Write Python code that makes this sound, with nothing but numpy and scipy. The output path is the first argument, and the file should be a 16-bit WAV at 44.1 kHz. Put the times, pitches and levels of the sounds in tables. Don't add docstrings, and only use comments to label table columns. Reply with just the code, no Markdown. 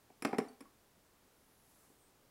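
import sys
import numpy as np
from scipy import signal
from scipy.fft import irfft
from scipy.io import wavfile

SR = 44100
rng = np.random.default_rng(int(sys.argv[2]) if len(sys.argv) > 2 else 0)


def file_out(sig):
    cols = np.atleast_2d(sig).T
    lim = np.clip(cols, -1, 1)
    pcm = np.round(lim * 32767).astype(np.int16)
    wavfile.write(sys.argv[1], SR, pcm)


N = 101429
TIME_S = np.arange(N) / SR
AGE_S = TIME_S[:SR // 2]
FREQ_HZ = np.maximum(np.arange(N // 2 + 1) * SR / N, 1)


def from_db(db):
    return 10 ** (np.asarray(db) / 20)


def at_hz(table, hz):
    freqs, values = np.array(table).T
    return np.interp(np.log(hz), np.log(freqs), values)


def at_time(start_s, x):
    return np.pad(x, (int(start_s * SR), N - len(x)))[:N]


def decay(t, t60, hold_s=0):
    return np.exp(-np.log(1000) * np.maximum(t - hold_s, 0) / t60)


def noise(gain):
    x = irfft(gain * np.exp(2j * np.pi * rng.random(len(FREQ_HZ))), N)
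    return x / np.sqrt(np.mean(x ** 2) + 1e-20)


def ring(modes, ratio=-1, spread_db=0, detune=0):
    out = np.zeros(len(AGE_S))
    for k, (hz, db, t60) in enumerate(modes):
        louder, higher = rng.standard_normal(2)
        t = AGE_S[AGE_S < t60]
        gain = ratio ** k * from_db(db + spread_db * louder)
        out[:len(t)] += gain * np.sin(2 * np.pi * hz * (1 + detune * higher) * t) * decay(t, t60)
    return out


def burst(spectrum, t60, hold_s=0, size=4096):
    hz = np.maximum(np.arange(size // 2 + 1) * SR / size, 1)
    x = irfft(from_db(at_hz(spectrum, hz)) * np.exp(2j * np.pi * rng.random(len(hz))))
    return np.pad(x / x.std() * decay(AGE_S[:size], t60, hold_s), (0, len(AGE_S) - size))


# f/Hz, relative density/dB
AIR_SPECTRUM = [(12, -15), (20, 0.5), (32, -5), (85, -3.5), (149, -4.5), (276, -4), (335, -5.5), (375, -4),
                (620, -8.5), (916, -9.5), (1740, -14.5), (2570, -17.5), (15800, -21.5)]
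def room_air(rms_db=-69):
    return from_db(rms_db) * noise(from_db(at_hz(AIR_SPECTRUM, FREQ_HZ)))


STRIKE_SCATTER = dict(spread_db=1.03, detune=0.0039)
CONTACT_HOLD_S = 0.0027

# f/Hz, relative level/dB, t60/s
BOX_MODES = [(180, -13.5, 0.083), (227, -5.5, 0.14), (264.5, 2.5, 0.091), (269, -2.5, 0.062),
             (324, -6.5, 0.14), (407.6, 3.5, 0.061), (435.5, -0.5, 0.073), (513.6, -12.5, 0.12),
             (599, -20, 0.11), (728, -6.5, 0.057), (734, -11.5, 0.12), (785.4, -11, 0.14),
             (835, -33.5, 0.081), (1015, -14, 0.078)]
# f/Hz, relative density/dB
THUD_SPECTRUM = [(60, -22), (130, -9.5), (200, -12), (270, 2), (420, 2), (570, -12), (760, -3.5),
                 (1200, -10.5), (3000, -35), (8000, -57)]
def box_thump(rise_s=0.0017, linger_db=-24.5, linger_t60_s=0.3, thud_db=3):
    modes = ring(BOX_MODES, ratio=1, **STRIKE_SCATTER)
    linger = ring([(hz, db + linger_db, linger_t60_s) for hz, db, _ in BOX_MODES], ratio=0.97)
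    thud = from_db(thud_db) * burst(THUD_SPECTRUM, t60=0.037)
    rise = 1 - np.exp(-AGE_S / rise_s)
    return rise * (modes + linger + thud)


# f/Hz, relative level/dB, t60/s
OPENER_MODES = [(950, -10.5, .035), (1084, -18, 0.066), (1210, -9, 0.039), (1443, -18.5, 0.084),
                (1799, -16, 0.077), (1932, -17, .07), (2144, -15, .07), (2334, -7.5, 0.035),
                (2490, 2, 0.0071), (2400, -16, 0.023), (3090, -14, 0.026), (5100, -25, 0.055),
                (5310, -31, .1), (5840, -30, 0.12)]
# f/Hz, relative density/dB
CLANK_SPECTRUM = [(300, -29), (700, 5), (1400, -3.5), (2400, 5.5), (2900, -15.5), (3600, -39), (5200, -10),
                  (6500, -53), (16000, -40)]
def opener_clank():
    modes = ring(OPENER_MODES, **STRIKE_SCATTER)
    return modes + burst(CLANK_SPECTRUM, t60=0.0097, hold_s=CONTACT_HOLD_S)


# f/Hz, relative density/dB
TICK_SPECTRUM = [(1500, 7.5), (3500, -4.5), (4400, -3.5), (5300, -1.5), (6400, -12), (8300, -4.5),
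                 (9400, -10.5), (10600, -7), (11500, -10.5), (12400, -18), (15500, -26)]
def contact_tick():
    return burst(TICK_SPECTRUM, t60=0.014, hold_s=CONTACT_HOLD_S)


# f/Hz, relative level/dB, t60/s
CHINK_MODES = [(5040, -5.5, .018), (5500, -4, 0.019), (7360, -12.5, 0.061), (8530, -9.5, 0.037),
               (9620, -4, 0.019), (10340, -1.5, .018), (10520, -1.5, 0.012), (10870, -5, 0.026),
               (11500, -5, 0.015), (15500, -14, .014)]
def metal_chink():
    return ring(CHINK_MODES, **STRIKE_SCATTER)


# t/s, thump gain/dB, clank gain/dB, tick gain/dB, chink gain/dB
STAND_CONTACTS = [(.1012, -64.5, -71.5, -85, -80), (.2228, -48, -42, -46.5, -41.5),
                  (0.2497, -33.5, -31, -35, -63), (0.2529, -37.5, -59, -39, -50),
                  (0.2629, -40.5, -54, -55, -72), (.2730, -60, -51, -53, -73),
                  (0.2892, -46.5, -54, -57.5, -73), (.3296, -54, -45, -68, -80),
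                  (0.331, -33.5, -58, -61, -81), (0.3411, -47, -50, -61, -72),
                  (0.347, -63, -48.5, -79, -75), (0.3839, -44, -41, -45, -44),
                  (0.3846, -30.5, -41, -39, -64), (0.3892, -37, -53, -46, -66),
                  (.4010, -39.5, -45.5, -77, -79), (.4460, -56, -66, -78, -82),
                  (.6064, -54.5, -58.5, -56, -57), (.6098, -54.5, -58.5, -65, -59),
                  (.6230, -67, -65.5, -69, -76), (.6470, -68.5, -72, -74, -84),
                  (1.8989, -66, -84, -88, -92)]
def contacts(low_cut_hz=170):
    out = np.zeros(N)
    for start_s, thump_db, clank_db, tick_db, chink_db in STAND_CONTACTS:
        thump = from_db(thump_db) * box_thump()
        clank = from_db(clank_db) * opener_clank()
        tick = from_db(tick_db) * contact_tick()
        chink = from_db(chink_db) * metal_chink()
        out += at_time(start_s, thump + clank + tick + chink)
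    low_cut = signal.butter(2, low_cut_hz, "high", fs=SR, output="sos")
    return signal.sosfilt(low_cut, out + 1e-18)


# t/s, f/Hz, level/dB, t60/s
FAINT_TAPS = [(.1035, 734, -54, 0.035), (0.656, 1113, -53.5, 0.028)]
def taps():
    return sum(at_time(start_s, ring([(hz, db, t60)])) for start_s, hz, db, t60 in FAINT_TAPS)


# f/Hz, level/dB
REVERB_LEVEL = [(150, -13.5), (400, -10.5), (1000, -8.5), (2300, -10), (5000, -12), (11000, -13.5)]
# f/Hz, t60/s
REVERB_T60 = [(150, .4), (500, 0.38), (2000, 0.36), (6000, 0.4), (14000, 0.41)]
def reverb(x, delay_s=0.005, early_db=-9, early_t60_s=0.044):
    edges_hz = np.geomspace(80, 16000, 13)
    response = np.zeros(N)
    for low, high in zip(edges_hz, edges_hz[1:]):
        hz = np.sqrt(low * high)
        band = noise((FREQ_HZ >= low) & (FREQ_HZ < high))
        for db, t60 in ((0, at_hz(REVERB_T60, hz)), (early_db, early_t60_s)):
            part = band * decay(TIME_S, t60)
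            unity_gain = np.sqrt(2 * (high - low) / SR / np.sum(part ** 2))
            response += from_db(at_hz(REVERB_LEVEL, hz) + db) * unity_gain * part
    return signal.fftconvolve(x, at_time(delay_s, response))[:N]


# f/Hz, relative level/dB, t60/s
PING_MODES = [(4533, 0, .06), (4470, -6, .04), (6050, -5, .035), (8323, -11, .11), (8800, -6, .04),
              (10480, -8, .09)]
# t/s, gain/dB
PING_STRIKES = [(0.484, -59.5), (0.531, -71.5)]
def loose_part():
    ping = ring(PING_MODES)
    return sum(at_time(start_s, from_db(db) * ping) for start_s, db in PING_STRIKES)


# peak t/s, sigma/s, centre f/Hz, sigma/octaves, level/dB
FINGER_SLIDES = [(1.62, 0.21, 10800, 0.2, -77), (1.8, 0.13, 9000, 0.64, -73), (1.816, .07, 1100, 0.6, -78),
                 (2.037, 0.044, 8400, 0.093, -75.5)]
def fingers():
    out = np.zeros(N)
    for peak_s, sigma_s, hz, sigma_oct, db in FINGER_SLIDES:
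        swell = np.exp(-0.5 * ((TIME_S - peak_s) / sigma_s) ** 2)
        band = np.exp(-0.5 * (np.log2(FREQ_HZ / hz) / sigma_oct) ** 2)
        out += from_db(db) * swell * noise(band)
    return out


def scene():
    knocks = contacts() + taps() + loose_part()
    return (room_air() + knocks + reverb(knocks) + fingers())[None]


def record(dry):
    return signal.sosfilt(signal.ellip(12, 0.1, 70, 15800, fs=SR, output="sos"), dry)


dry = scene()
out = record(dry)
file_out(out)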